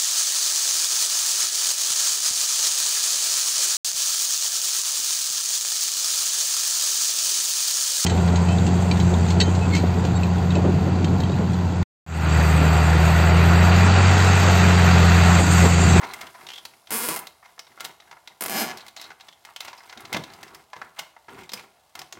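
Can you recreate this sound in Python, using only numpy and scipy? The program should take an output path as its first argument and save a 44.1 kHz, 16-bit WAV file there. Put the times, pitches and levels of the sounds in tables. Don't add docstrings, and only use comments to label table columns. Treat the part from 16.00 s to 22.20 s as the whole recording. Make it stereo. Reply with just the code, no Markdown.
import sys
import numpy as np
from scipy import signal
from scipy.fft import rfft, irfft
from scipy.io import wavfile
from scipy.ndimage import uniform_filter1d

SR = 44100
rng = np.random.default_rng(int(sys.argv[2]) if len(sys.argv) > 2 else 0)


def transcribe(signal):
    frames = np.atleast_2d(signal).T
    limited = np.clip(frames, -1, 1)
    pcm = np.round(limited * 32767).astype(np.int16)
    wavfile.write(sys.argv[1], SR, pcm)


N = 273280

BLOW_SIZE = 4096
BLOW_T = np.arange(BLOW_SIZE) / SR
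BLOW_HZ = np.fft.rfftfreq(BLOW_SIZE, 1 / SR)
TICK_THUD_DB = -15.5

STRENGTH_HZ = [100, 300, 700, 1900, 3000, 6000, 10000, 16000]
# start in seconds, ring in Hz, relative level in dB, contact in ms.
KNOCKS = [(0.0457, 1180, -2.5, 0.37), (3.9737, 3670, -10, 0.18), (4.1277, 2090, 3, 0.095),
          (4.136, 3370, 1, 0.21), (4.145, 2540, 10, 0.35), (4.1666, 3560, 0, 0.13), (4.237, 3800, -7, 0.15),
          (4.335, 4820, -16, .09), (4.4295, 1740, -7.5, 0.12), (4.7636, 1020, -7, 0.37),
          (5.5182, 5030, -9, 0.12), (5.5341, 5000, 0.5, 0.024), (6.171, 714, -8, 0.59)]
# start in seconds, length in seconds, relative level in dB, pressure relative to the rub in dB.
STROKES = [(0, 0.048, 14, -5), (0.069, .18, 8, -1), (0.37, 0.072, 1.5, 1), (0.493, 0.25, -11.5, 6),
           (0.881, .18, -1.5, 7.5), (1.093, 0.14, 5.5, -4.5), (1.427, 0.066, -8, -3),
           (1.665, 0.18, -10, 4.5), (1.806, 0.069, 3.5, 2), (2.013, .11, -11.5, 5.5), (2.252, 0.08, -9, 2),
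           (2.61, 0.12, 8, 2), (2.757, 0.1, -0.5, -2), (2.967, 0.12, -3, -0.5), (3.197, 0.1, -7.5, -1),
           (3.455, 0.035, -1.5, -9), (3.61, 0.072, 2.5, -2.5), (3.729, 0.23, -4, -4), (3.959, .12, -2, 7),
           (4.088, 0.1, 5.5, 8), (4.259, 0.25, -1, 4), (4.525, 0.063, -1, 3), (4.745, .12, -3.5, 0.5),
           (4.961, 0.054, 5.5, -10), (5.28, 0.14, -0.5, 10), (5.362, 0.052, 4, 7), (5.52, .09, 2, 2.5),
           (5.945, .08, -1, 3), (6.128, 0.065, -8.5, 14)]


def from_db(db):
    return 10 ** (np.asarray(db) / 20)


def rms_one(x):
    return x / np.sqrt(np.mean(x ** 2) + 1e-20)


def at_hz(points, hz):
    knots, values = np.transpose(points)
    return np.interp(np.log(np.maximum(hz, 1)), np.log(knots), values)


def tint(x, spectrum):
    gain = from_db(at_hz(spectrum, np.fft.rfftfreq(N, 1 / SR)))
    return rms_one(irfft(rfft(x) * gain, N))


def add(out, s, sound):
    start = int(np.clip(s * SR, 0, N - 1))
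    out[start:start + len(sound)] += sound[:N - start]


def friction(slips_per_s, spread_db, slip_s, smooth):
    slips = rng.random(N) < slips_per_s / SR
    sizes = slips * from_db(spread_db * np.minimum(rng.exponential(1, N), 3))
    decay = np.exp(-2 / (slip_s * SR))
    energy = signal.lfilter([1], [1, -decay], sizes ** 2 + 1e-18)
    return rng.standard_normal(N) * np.sqrt(smooth + energy / energy.mean())


def blow(burst, strengths, colour_db):
    power = uniform_filter1d(np.abs(rfft(burst)) ** 2, size=61) + 1e-12
    bands = list(zip(STRENGTH_HZ, np.repeat(strengths, 2)))
    gain = from_db(at_hz(bands, BLOW_HZ) + colour_db) / np.sqrt(power)
    cepstrum = irfft(np.log(gain))
    cepstrum[1:BLOW_SIZE // 2] *= 2
    cepstrum[BLOW_SIZE // 2 + 1:] = 0
    return irfft(rfft(burst) * np.exp(rfft(cepstrum)))


def ring_peak(ring_hz, octaves, lift_db):
    return lift_db / (1 + (np.log2((BLOW_HZ + 1) / ring_hz) / octaves) ** 2)


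def touch(level_db, contact_ms, thud_db):
    click_db, rolloff_slope = -0.5, 3.9
    centres_hz = np.sqrt(np.prod(np.reshape(STRENGTH_HZ, (-1, 2)), axis=1))
    cycles = centres_hz * contact_ms / 1000
    return level_db + np.array([thud_db, 0, click_db, 0]) - 10 * np.log10(1 + cycles ** rolloff_slope)


def contact(drag_s, fade_s, grain_db, ring_hz, ring_db, strengths):
    # frequency in Hz, lift in dB.
    touch_colour = [(30, -22), (80, -12.5), (200, -7.5), (430, -3.5), (750, -1), (1400, -2.5), (3300, 1.5),
                    (7500, -3.5), (16000, -6)]
    swell = np.minimum(BLOW_T / drag_s, 1)
    fade = np.exp(-np.maximum(BLOW_T - drag_s, 0) / fade_s)
    roughness = rms_one(uniform_filter1d(rng.standard_normal(BLOW_SIZE), size=24))
    slips = from_db(grain_db * roughness)
    colour_db = at_hz(touch_colour, BLOW_HZ) + ring_peak(ring_hz, octaves=0.15, lift_db=ring_db)
    return blow(rng.standard_normal(BLOW_SIZE) * swell * fade * slips, strengths, colour_db)


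def room_air():
    # frequency in Hz, relative dB per Hz.
    air_spectrum = [(30, -3), (70, 14), (350, -5), (700, 17.5), (2000, -6.5), (5000, -2), (16000, -16)]
    return from_db(-64.5) * tint(rng.standard_normal(N), air_spectrum)


def side_air():
    # frequency in Hz, relative dB per Hz.
    side_spectrum = [(30, 0), (80, 2), (300, 5), (1000, -7), (5000, -13), (15000, 1.5)]
    return from_db(-68.5) * tint(rng.standard_normal(N), side_spectrum)


def sleeve():
    # time in seconds, level in dB.
    brushing = [(0, -66), (.25, -61), (.36, -59), (.6, -60.5), (.85, -65.5), (1.5, -68.5), (5.8, -75)]
    # frequency in Hz, relative dB per Hz.
    brush = [(1500, -14), (5000, 2), (8000, -2.5), (11000, 3), (16000, -9)]
    s, level_db = np.transpose(brushing)
    fibres = friction(slips_per_s=1600, spread_db=4, slip_s=0.00054, smooth=0.97)
    return from_db(np.interp(np.arange(N) / SR, s, level_db)) * tint(fibres, brush)


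def stroke(start, length_s):
    attack_s, release_s = 0.011, 0.037
    t = np.arange(N) / SR - start
    return np.clip(t / attack_s, 0, 1) * np.exp(-np.clip((t - length_s) / release_s, 0, 20))


def fingers(press_db, rub_db, hiss_db):
    # frequency in Hz, relative dB per Hz.
    press_spectrum = [(25, -39), (50, -4), (80, -1.5), (130, -1.5), (230, -6), (400, 2.5), (700, -24.5),
                      (2000, -81)]
    rub_spectrum = [(200, -81), (450, -19.5), (700, 2.5), (1100, 5), (1600, 0.5), (2300, -2.5), (3500, -17),
                    (8000, -55)]
    hiss_spectrum = [(1200, -31), (2700, 0.5), (4000, 0.5), (5500, -6.5), (8000, -4), (12000, -9.5),
                     (16000, -9)]
    rub = press = from_db(-17)
    for start, length_s, level_db, pressure_db in STROKES:
        motion = from_db(level_db) * stroke(start, length_s)
        rub = np.maximum(rub, motion)
        press = np.maximum(press, motion * from_db(pressure_db))
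    hiss = rub ** 0.54
    slide = friction(slips_per_s=180, spread_db=3.0, slip_s=0.0062, smooth=0.41)
    ribs = friction(slips_per_s=320, spread_db=3.8, slip_s=.003, smooth=.5)
    pressing = press * from_db(press_db) * tint(slide, press_spectrum)
    rubbing = rub * from_db(rub_db) * tint(slide, rub_spectrum)
    crackling = hiss * from_db(hiss_db) * tint(ribs, hiss_spectrum)
    return pressing + rubbing + crackling


def snags(spread_db, low_hz, high_hz):
    snags_per_s, contact_ms = 22, 0.37
    mean_db, follows = -19, 0.39
    out = np.zeros(N)
    for start, length_s, level_db, _ in STROKES:
        for k, (when, pitch, size) in enumerate(rng.random((6, 3))):
            snag_db = mean_db + follows * level_db + spread_db * (size - .5)
            snag = contact(drag_s=0.0003, fade_s=0.005, grain_db=4.5,
                           ring_hz=low_hz * (high_hz / low_hz) ** pitch, ring_db=10.5,
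                           strengths=touch(snag_db, contact_ms, TICK_THUD_DB))
            after_s = (k + when) / snags_per_s
            if after_s < length_s:
                add(out, start + after_s, snag)
    return out


def scuffs(scuff_db, linger):
    # start in seconds, drag before the peak in seconds, ring in Hz, relative level in dB, contact in ms.
    scuff_rows = [(.02, 0.02, 730, 6, 0.48), (.208, 0.0059, 2090, -4, 0.1), (.338, 0.016, 1010, -4, 0.6),
                  (1.424, 0.0069, 1250, -6.5, 1), (1.455, 0.0048, 1010, -12.5, 0.38),
                  (1.842, 0.0082, 3800, 0, 0.067), (2.125, 0.003, 1040, -6, 0.58),
                  (2.166, 0.0039, 1210, -5.5, 1), (3.676, 0.0072, 1090, -1.5, 0.27),
                  (3.804, .0015, 2050, -12, 0.43), (3.892, 0.0072, 4220, -8, 0.25),
                  (3.923, 0.0049, 1460, -5.5, 0.3), (4.05, 0.0038, 3970, -7, .22),
                  (4.156, .01, 715, 9.5, 0.65), (4.9861, 0.0076, 2920, 2.5, 0.11),
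                  (5.164, .002, 850, -4.5, 1), (5.281, .005, 1050, 0.5, 0.96)]
    out = np.zeros(N)
    for s, drag_s, ring_hz, level_db, contact_ms in scuff_rows:
        thud_db = -12 + 2 * level_db
        strengths = touch(level_db + scuff_db, contact_ms, thud_db)
        add(out, s, contact(drag_s, fade_s=0.0036 + linger * drag_s, grain_db=2.0,
                            ring_hz=ring_hz, ring_db=5.5, strengths=strengths))
    return out


def ticks_and_knocks(tick_db):
    # start in seconds, ring in Hz, relative level in dB, contact in ms.
    tick_rows = [(.1357, 2040, -3, 0.068), (.2681, 3070, -10.5, 0.2), (.467, 3720, -8.5, 0.16),
                 (.4873, 3020, -5, 0.18), (.5019, 3100, -5.5, 0.21), (.6515, 4330, -5, 0.092),
                 (.8712, 3430, -15, 0.18), (1.2696, 4000, -8, 0.086), (1.5788, 1000, -6.5, 0.93),
                 (1.592, 5340, -5, 0.13), (1.775, 1340, -7, 0.86), (1.7981, 3600, -11, 0.22),
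                 (1.8055, 1380, -1, 0.091), (2.0006, 3780, -13, 0.29), (2.1118, 1040, -7, 0.32),
                 (2.2741, 3820, -7.5, 0.19), (2.7719, 5100, -9.5, 0.081), (2.864, 2010, -15, 0.094),
                 (2.881, 3980, -12, 0.084), (2.9638, 6950, -6, 0.19), (3.0132, 5130, -8.5, 0.073),
                 (3.1034, 1560, -5.5, 0.42), (3.1148, 1470, -9, 0.39), (3.2075, 3920, -12, 0.2),
                 (3.285, 3440, -11.5, 0.19), (3.4498, 1900, -10.5, 0.11), (3.5614, 3060, -4, 0.12),
                 (3.6046, 3900, -1.5, 0.1), (3.6483, 2060, -10, 0.08), (3.73, 1000, -6, 0.32),
                 (4.005, 11100, -16.5, 0.045), (4.5464, 5260, -14, 0.055), (4.7313, 986, 0.5, 0.46),
                 (4.8151, 1500, 6.5, 0.73), (5.4923, 3870, -8, 0.14), (5.9527, 1170, -6, 0.11),
                 (5.9908, 5240, -6.5, 0.077), (6.016, 726, -5, 0.18), (6.1242, 6700, -5, 0.14)]
    out = np.zeros(N)
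    for rows, thud_db in ((tick_rows, TICK_THUD_DB), (KNOCKS, 3.5)):
        for s, ring_hz, level_db, contact_ms in rows:
            strengths = touch(level_db + tick_db, contact_ms, thud_db)
            add(out, s, contact(drag_s=0.001, fade_s=.0053, grain_db=1.0,
                                ring_hz=ring_hz, ring_db=9, strengths=strengths))
    return out


def bench():
    # frequency in Hz, level at a 0 dB knock in dB, 60 dB decay in seconds.
    bench_modes = [(146, -57, 0.22), (196, -48, 0.29)]
    boom_growth = 1.68
    t = np.arange(SR // 2) / SR
    boom = sum(from_db(db - 60 * t / t60) * np.sin(2 * np.pi * hz * t) for hz, db, t60 in bench_modes)
    out = np.zeros(N)
    for s, _, level_db, _ in KNOCKS:
        add(out, s, from_db(boom_growth * level_db) * boom)
    return out


def creaks(unevenness_db, jitter_s):
    # start in seconds, length in seconds, ring in Hz, relative level in dB.
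    creak_rows = [(0.066, .06, 4050, -19.5), (0.515, .015, 3000, -14), (0.534, .05, 3370, -11.5),
                  (2.784, .03, 4100, -17.5), (2.975, .07, 4040, -14.5), (3.326, .01, 3320, -21.5),
                  (3.63, .07, 2580, -18.5), (3.774, .012, 5100, -20), (5.389, .05, 2280, -20.5),
                  (5.576, .04, 2400, -15)]
    slips_per_s = 45
    out = np.zeros(N)
    for start, length_s, ring_hz, level_db in creak_rows:
        for after_s in np.arange(0, length_s, 1 / slips_per_s):
            slip_db = level_db + rng.normal(0, unevenness_db)
            strengths = touch(slip_db, contact_ms=0.13, thud_db=-11.5)
            slip = contact(drag_s=0.0011, fade_s=0.01, grain_db=3.0,
                           ring_hz=ring_hz, ring_db=14.0, strengths=strengths)
            add(out, start + after_s + rng.normal(0, jitter_s), slip)
    return out


def rattle(crack_s, ring_s, ring_db):
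    fade = np.exp(-BLOW_T / crack_s) + from_db(ring_db) * np.exp(-BLOW_T / ring_s)
    return rng.standard_normal(BLOW_SIZE) * fade


def tooth(force_db, snap_db):
    return [2.5 + 2.5 * force_db, force_db, force_db - 2.5, snap_db]


def tooth_colour():
    # frequency in Hz, lift in dB.
    tooth_spectrum = [(30, -29), (70, -14.5), (200, -7), (400, -2.5), (750, 0.5), (1400, 0), (2100, -3),
                      (3300, -0.5), (5500, -4), (7800, -2), (9500, 0), (13000, 0), (16000, -5.5)]
    # frequency in Hz, half width in octaves, lift in dB.
    strap_peaks = [(2400, 0.25, 2.5), (3550, 0.16, -4), (5150, 0.046, 4), (7900, 0.13, -1)]
    return at_hz(tooth_spectrum, BLOW_HZ) + sum(ring_peak(*row) for row in strap_peaks)


def catches(level_db):
    # start in seconds, force in dB, sharpness of the snap in dB.
    catch_rows = [(0.9059, -2, 0), (0.9157, 0.5, -5), (1.087, 5, 3.5), (1.1613, -1, 0.5), (1.1667, -6, -16),
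                  (1.1734, -5.5, -9), (1.1902, -8, -4.5), (2.4087, -1, 1.5), (2.421, 1, -1),
                  (2.4373, -2, 1), (2.4518, -2.5, -21), (2.46, 1, -1), (2.482, -1, -7)]
    out, colour_db = np.zeros(N), tooth_colour() + level_db
    for s, force_db, snap_db in catch_rows:
        burst = rattle(crack_s=0.00079, ring_s=0.0069, ring_db=17)
        add(out, s, blow(burst, tooth(force_db, snap_db), colour_db))
    return out


def pull(rows, ring_hz, ring_db, variety, unevenness_db):
    most_teeth = 64
    jitter_s = .00012
    full_rasp_teeth_per_s = 334
    s, speeds, forces_db, snaps_db = np.transpose(rows)
    clock = np.arange(s[0], s[-1], 1 / SR)
    travel = np.cumsum(np.interp(clock, s, speeds)) / SR
    times = np.interp(np.arange(travel[-1]), travel, clock)
    colour_db = tooth_colour() + ring_peak(ring_hz, octaves=.12, lift_db=ring_db)
    bursts = [rattle(crack_s=0.00016, ring_s=0.0047, ring_db=-1.5) for _ in range(most_teeth + 1)]
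    common, *own = bursts
    out = np.zeros(N)
    for t, scatter, (late, harder) in zip(times, own, rng.standard_normal((most_teeth, 2))):
        speed, force_db, snap_db = [np.interp(t, s, c) for c in (speeds, forces_db, snaps_db)]
        rasp_lift_db = 10 * min(speed / full_rasp_teeth_per_s, 1) ** 6
        rasp_db = ring_peak(5150, octaves=0.15, lift_db=rasp_lift_db)
        click_colour_db = colour_db + rasp_db + unevenness_db * harder
        click = blow(common + variety * scatter, tooth(force_db, snap_db), click_colour_db)
        add(out, t + jitter_s * late, click)
    return out


def ratchet():
    # time in seconds, speed in teeth per second, force in dB, sharpness of the snap in dB.
    first_pull = [(.9224, 204, -1.5, -0.5), (.955, 235, -0.5, -0.5), (.985, 171, -4, -0.5),
                  (1.005, 220, -2, -3.5), (1.05, 254, -3, -4), (1.08, 146, -4.5, -3.5), (1.1, 195, -1, -4),
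                  (1.135, 140, -1.5, -6.5), (1.157, 120, -6, -4)]
    second_pull = [(2.4964, 85.2, 1.5, -3), (2.527, 150.9, 0.5, -7.5), (2.555, 229, 1.5, -8.5),
                   (2.59, 323.2, 1.5, -6.5), (2.618, 220.4, 3.5, -4.5), (2.66, 124.8, -4, -16),
                   (2.714, 120.5, -2, -27)]
    return (catches(level_db=1.5)
            + pull(first_pull, ring_hz=9050, ring_db=3.5, variety=0.5, unevenness_db=0.9)
            + pull(second_pull, ring_hz=13100, ring_db=5, variety=0.45, unevenness_db=0.3))


def housing(x):
    # frequency in Hz, width in Hz, lift in dB.
    shell_modes = [(207.5, 52, 3.5), (237, 52, 5), (330, 20, 4.5), (408, 22, 3), (497.6, 18, 4),
                   (682, 54, 4.5), (762, 49, 4.5), (924, 18, 5.5), (1001, 24, 6.5), (1120, 14, 3.5),
                   (1413, 29, 5.5), (2105, 81, 5.5)]
    out = x.copy()
    for hz, width_hz, lift_db in shell_modes:
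        r = np.exp(-np.pi * width_hz / SR)
        feedback = [1, -2 * r * np.cos(2 * np.pi * hz / SR), r * r]
        ringing = (1 - r * r) / 2 * signal.lfilter([1, 0, -1], feedback, x)
        out += (from_db(lift_db) - 1) * ringing
    return out


def workshop(x, build_s, t60_s, damping_hz):
    # frequency in Hz, relative echo level in dB.
    room_level = [(100, 1), (700, -7.5), (4000, -10.5), (14000, -11)]
    t, echo = np.arange(SR * 3 // 4) / SR, 0
    edges = np.geomspace(60, 18000, 9)
    for low, high in zip(edges, edges[1:]):
        hz = np.sqrt(low * high)
        decay = np.exp(-np.log(1000) * t * (1 + hz / damping_hz) / t60_s)
        fade = (1 - np.exp(-t / build_s)) * decay
        tail = rng.standard_normal(len(t)) * fade / np.sqrt(np.sum(fade ** 2))
        band = signal.butter(2, [low, high], "band", fs=SR, output="sos")
        echo = echo + from_db(at_hz(room_level, hz)) * signal.sosfilt(band, tail)
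    return signal.fftconvolve(x, echo)[:N]


def width(x):
    # frequency in Hz, relative level of side against mid in dB.
    side_level = [(60, -16), (110, 1.5), (200, -10), (380, -8), (700, -38), (1290, -85), (2380, -68),
                  (4400, -56), (8120, -34.5), (15000, -15)]
    gain = from_db(at_hz(side_level, np.fft.rfftfreq(N, 1 / SR)))
    return irfft(1j * rfft(x) * gain, N)


def scene():
    handling = (fingers(press_db=-64.5, rub_db=-52.5, hiss_db=-59.0)
                + snags(spread_db=14.5, low_hz=1380, high_hz=5320)
                + scuffs(scuff_db=-0.5, linger=0.41)
                + ticks_and_knocks(tick_db=-1.0)
                + creaks(unevenness_db=1.0, jitter_s=.0015))
    near = sleeve() + bench() + housing(handling + ratchet())
    mid = near + workshop(near, build_s=0.0013, t60_s=0.39, damping_hz=25000)
    side = side_air() + from_db(-15.5) * width(mid)
    return mid + room_air() + side * np.array([[1], [-1]])


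def record(dry):
    low_cut = signal.butter(2, 52, "high", fs=SR, output="sos")
    top_cut = signal.ellip(10, .2, 70, 15900, fs=SR, output="sos")
    return signal.sosfilt(top_cut, signal.sosfilt(low_cut, dry))


dry = scene()
out = record(dry)
transcribe(out)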